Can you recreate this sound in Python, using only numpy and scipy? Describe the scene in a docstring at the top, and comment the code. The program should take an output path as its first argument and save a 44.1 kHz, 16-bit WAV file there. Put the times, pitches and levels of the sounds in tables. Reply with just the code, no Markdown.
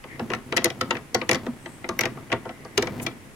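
"""A small room, close to a portable gramophone being wound by hand.
Loose crank, gears and pawl knock unevenly into the wooden case; hard catches make the steel ping
and the case boom. The mainspring rumbles as it tightens and its coils slip.
Grip and shaft rub softly as they turn, over a faint steady background."""
import sys
import numpy as np
from scipy import signal
from scipy.fft import rfft, irfft
from scipy.io import wavfile

SR = 44100
rng = np.random.default_rng(int(sys.argv[2]) if len(sys.argv) > 2 else 0)


def put_to_file(sound):
    """Save the sound as 16-bit audio at rate SR, in the file named by the first command-line argument."""
    columns = np.atleast_2d(sound).T  # one column per channel
    safe = np.clip(columns, -1, 1)
    whole_steps = np.round(safe * 32767)
    wavfile.write(sys.argv[1], SR, whole_steps.astype(np.int16))


N = 147735
RIGHT = np.arange(2)[:, None]  # 0 left, 1 right
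TAIL_S = np.arange(SR // 2) / SR  # time since a blow


def noise(n):
    """White noise, independent left and right."""
    return rng.standard_normal((2, n))


def clicks(n, per_s):
    """Stereo clicks of random time and size."""
    sizes = noise(n)
    return sizes * (rng.random(sizes.shape) < per_s / SR)


def amp(db):
    """dB to gain."""
    return 10 ** (np.asarray(db) / 20)


def unit(x):
    """Scale to rms 1."""
    return x / np.std(x)


def add(mix, start_s, sound):
    """Mix in a stereo sound."""
    part = mix.T[round(start_s * SR):][:len(sound.T)]
    part += sound.T[:len(part)]


def shaped(x, gain):
    """Filter by gain(f/Hz)."""
    n = len(x.T)
    return irfft(rfft(x) * gain(np.fft.rfftfreq(n) * SR + 1), n)


def spectrum_gain(points, hz):
    """Gain of a (f/Hz, level/dB) curve, interpolated in log f."""
    f, db = np.transpose(points)
    return amp(np.interp(np.log(hz), np.log(f), db))


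def low_pass(hz, edge_hz, order=6):
    """Low-pass gain; high-pass with the frequencies swapped."""
    return 1 / np.hypot(1, (hz / edge_hz) ** order)


def pair(x, correlation):
    """Correlate two independent channels."""
    left, other = x
    return np.array([left, correlation * left + np.sqrt(1 - correlation ** 2) * other])


def fade(t, t60_s):
    """Exponential decay."""
    return np.exp(-np.log(1000) * t / t60_s)


def background():
    """Steady low rumble and faint hiss."""
    # noise spectrum: f/Hz, relative level/dB
    spectrum = [(15, -40), (25, 3.5), (242, -14), (1700, -14.5), (1940, -12), (4140, -25.5), (10700, -24.5),
                (16000, -40.5)]
    return amp(-49.5) * unit(shaped(pair(noise(N), 0.053), lambda f: spectrum_gain(spectrum, f)))


def room(x):
    """Sparse reflections after 5 ms, dull at the top; bass outlasts treble."""
    bass_t60_s, treble_t60_s = 0.22, 0.17
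    taps = pair(clicks(len(TAIL_S), per_s=3500) * (TAIL_S > 0.005), 0.84)
    bass = shaped(taps, lambda f: low_pass(f, 940, order=2))
    treble = shaped(taps - bass, lambda f: low_pass(f, 4560, order=3))
    tail = bass * fade(TAIL_S, bass_t60_s) + treble * fade(TAIL_S, treble_t60_s)
    tail /= np.linalg.norm(taps[0] * fade(TAIL_S, bass_t60_s))
    return signal.fftconvolve(x, tail, axes=1)[:, :N]


def rubbing():
    """Grip and shaft turn: swells of friction noise, each around one resonance."""
    # rubs: t/s, length/s, peak level/dB, centre f/Hz, half-width/centre
    rubs = [(0.051, 0.16, -44.5, 2020, 0.12), (1.503, 0.4, -55.5, 8240, 0.098),
            (1.95, 1.6, -55, 2020, 0.05), (3.008, 0.047, -37, 9450, 0.44)]
    out = np.zeros((2, N))
    for start_s, length_s, db, hz, width in rubs:
        n = int(length_s * SR)
        hiss = shaped(noise(N)[:, :n], lambda f: 1 / (1 + (np.log(f / hz) / width) ** 2))
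        add(out, start_s, amp(db) * unit(hiss) * np.hanning(n))
    return out


def mainspring():
    """Coils slip on each other in many small, dull jolts."""
    # rumble envelope: t/s, level/dB
    envelope = [(0, -52.5), (.23, -38), (.44, -45), (.95, -39), (1.08, -50), (1.4, -36.5), (1.62, -48),
                (2.18, -41), (2.28, -47), (2.73, -46.5), (2.83, -35.5), (3.03, -34), (3.2, -47.5)]
    # rumble spectrum: f/Hz, relative level/dB
    spectrum = [(55, -14.5), (120, 2.5), (180, -1), (250, 1.5), (550, -11), (8000, -40)]
    slips = pair(clicks(N, per_s=1500), 0.91)
    rumble = unit(shaped(slips, lambda f: spectrum_gain(spectrum, f)))
    return rumble * amp(np.interp(np.arange(N) / SR, *np.transpose(envelope)))


def hard_catches():
    """One struck part rings out: steel high and short, the hollow case low and slow to swell."""
    # ringing parts: t/s, f/Hz, level/dB
    rings = [(0.218, 228, -21), (0.335, 1350, -17), (.644, 12040, -14.5), (.644, 9770, -12.5),
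             (.648, 497.4, -15.5), (.648, 355, -15.5), (0.811, 1298, -15.5), (0.834, 244, -24),
             (.908, 1330, -16.5), (1.147, 465, -14), (1.165, 240, -22.5), (1.312, 9800, -19.5),
             (1.325, 338, -19), (1.367, 241, -21), (1.483, 241, -17), (1.991, 2160, -13),
             (1.990, 12300, -17), (2.335, 248, -19), (2.778, 410, -10), (2.791, 246, -20),
             (2.826, 345, -21), (3.014, 241, -26.5)]
    t60_at_1khz_s, rise_cycles = 0.046, 1.4
    out = np.zeros((2, N))
    for start_s, hz, db in rings:
        t60_s = t60_at_1khz_s * (hz / 1000) ** -0.55
        envelope = np.tanh(TAIL_S * hz / rise_cycles) * fade(TAIL_S, t60_s)
        phase = 2 * np.pi * rng.random() + RIGHT * np.tanh(hz / 2000)  # lows nearly in phase
        add(out, start_s, amp(db) * envelope * np.sin(2 * np.pi * hz * TAIL_S + phase))
    return out


def mode(t, hz, db, t60_s, correlation):
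    """One damped mode; pitch, level and phase vary per blow."""
    detune, spread_db = 0.014, 1
    tune, size, side = rng.standard_normal(3)
    phase = 2 * np.pi * rng.random() + RIGHT * np.sign(side) * np.arccos(correlation)
    tone = np.sin(2 * np.pi * hz * (1 + detune * tune) * t + phase)
    return amp(db + spread_db * size) * fade(np.maximum(t, 0), t60_s) * tone


def dense_ring(n, low_hz, high_hz, top_hz, correlation):
    """Crowded overtones as band noise; each impact point favours different ones."""
    # overtone spectrum: f/Hz, relative level/dB
    colour = [(500, 7), (590, -1), (700, 3.5), (2200, 0), (4200, -10.5), (5800, -7.5), (7900, -18.5),
              (14000, -21.5)]
    source = pair(noise(n), correlation)
    knots_hz = np.geomspace(200, 16000, 70)
    ripple_db = 4 * rng.standard_normal(len(knots_hz))

    def gain(f):
        band = low_pass(low_hz, f) * low_pass(f, high_hz) * low_pass(f, top_hz, order=2)
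        return band * spectrum_gain(colour, f) * amp(np.interp(f, knots_hz, ripple_db))

    return unit(shaped(source, gain))


def knocks():
    """Crank, gears and pawl strike case and motor: clear modes over a dense, short ring."""
    # blows: t/s, wood level/dB, clank level/dB, tick level/dB
    blows = [(0.04, -42.5, -41, -54.5), (0.195, -30.5, -35.5, -43), (0.302, -30.5, -31, -42.5),
             (0.317, -33.5, -35, -48), (0.335, -34, -26, -36.5), (0.348, -46, -33.5, -41),
             (0.524, -27.5, -27, -35.5), (0.566, -31, -23.5, -25), (0.571, -30, -20.5, -22),
             (0.578, -29.5, -21, -34), (0.619, -40, -42, -49), (0.644, -32, -23, -17),
             (0.656, -27, -23, -28), (0.702, -37, -32, -35), (0.811, -28.5, -25, -27),
             (0.908, -26, -21, -29.5), (0.952, -34.5, -32, -51), (0.968, -41.5, -33.5, -47),
             (1.146, -23, -22, -19), (1.215, -31, -28.5, -45.5), (1.292, -23.5, -18, -24),
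             (1.313, -25.5, -19.5, -22), (1.331, -32.5, -30, -27), (1.346, -32, -27.5, -29),
             (1.355, -36.5, -32, -33), (1.465, -32, -38, -45.5), (1.659, -38, -35.5, -49.5),
             (1.843, -36, -32, -88), (1.89, -27, -32.5, -31.5), (1.991, -31.5, -24, -26),
             (2.009, -32.5, -22.5, -22.5), (2.035, -30.5, -25, -36.5), (2.055, -29.5, -25, -30),
             (2.172, -40.5, -52, -75), (2.301, -40.5, -42, -64), (2.318, -28.5, -26, -37.5),
             (2.326, -23.5, -21.5, -35.5), (2.454, -34, -48, -53.5), (2.492, -37, -38.5, -52),
             (2.649, -40, -56, -46.5), (2.777, -25, -20, -20), (2.824, -28.5, -25, -28),
             (2.871, -33.5, -31, -39), (2.998, -40.5, -35.5, -54), (3.065, -32, -24.5, -31)]
    # thud, wood, clank and tick bands: low f/Hz, high f/Hz
    bands = [(85, 300), (300, 1480), (1800, 3900), (3900, 15000)]
    # ring of each band: rise/s, t60/s, left-right correlation
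    responses = [(0.016, 0.15, 0.97), (0.0036, 0.088, 0.95), (0.00099, 0.034, 0.11), (0.00022, 0.023, 0.21)]
    # case and motor modes: f/Hz, level/dB re dense ring, t60/s
    modes = [(123.6, -5, 0.24), (238.7, -4, 0.17), (352.5, -8.5, 0.17), (500.7, -3.5, 0.087),
             (660.7, -12, 0.14), (1069, -25, 0.28), (1983, 2, 0.018)]
    thud_re_wood_db, lead_in_db, lead_in_rise_s = -10, -14, 0.0014
    out = np.zeros((2, N))
    t = np.arange(-400, 16000) / SR  # impact at 0
    age_s = np.maximum(t, 0)
    # each knock swells briefly just before its peak
    lead_in = amp(lead_in_db) * np.exp(np.minimum(t, 0) / lead_in_rise_s)
    for impact_s, wood_db, clank_db, tick_db in blows:
        top_hz = 19300 * 2 ** (0.04 * tick_db)  # softer blows are duller
        levels_db = (wood_db + thud_re_wood_db, wood_db, clank_db, tick_db)
        for db, (low_hz, high_hz), (rise_s, t60_s, correlation) in zip(levels_db, bands, responses):
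            ring = dense_ring(len(t), low_hz, high_hz, top_hz, correlation) * fade(age_s, t60_s)
            ring += sum(mode(t, *row, correlation) for row in modes if low_hz <= row[0] < high_hz)
            attack = 1 - np.exp(-(age_s / rise_s) ** 2)
            ring *= np.maximum(attack, lead_in)
            early_rms = np.std(ring[:, (t > 0) & (t < t60_s / 4)])
            add(out, impact_s + t[0], amp(db) * ring / early_rms)
    return out


def scene():
    """Gramophone, treble leaning left, plus background and room."""
    treble_left_re_right_db, room_db = 4, -10
    winding = knocks() + hard_catches() + mainspring() + rubbing()
    tilt_db = (0.5 - RIGHT) * treble_left_re_right_db
    winding = shaped(winding, lambda f: amp(tilt_db * low_pass(1000, f, order=3)))
    return winding + background() + amp(room_db) * room(winding)


def record(dry):
    """Steep band limit."""
    edge_hz = 15950
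    taps = signal.firwin(511, edge_hz, window=("kaiser", 9), fs=SR)
    return signal.oaconvolve(dry, taps[None], "same")


dry = scene()
out = record(dry)
put_to_file(out)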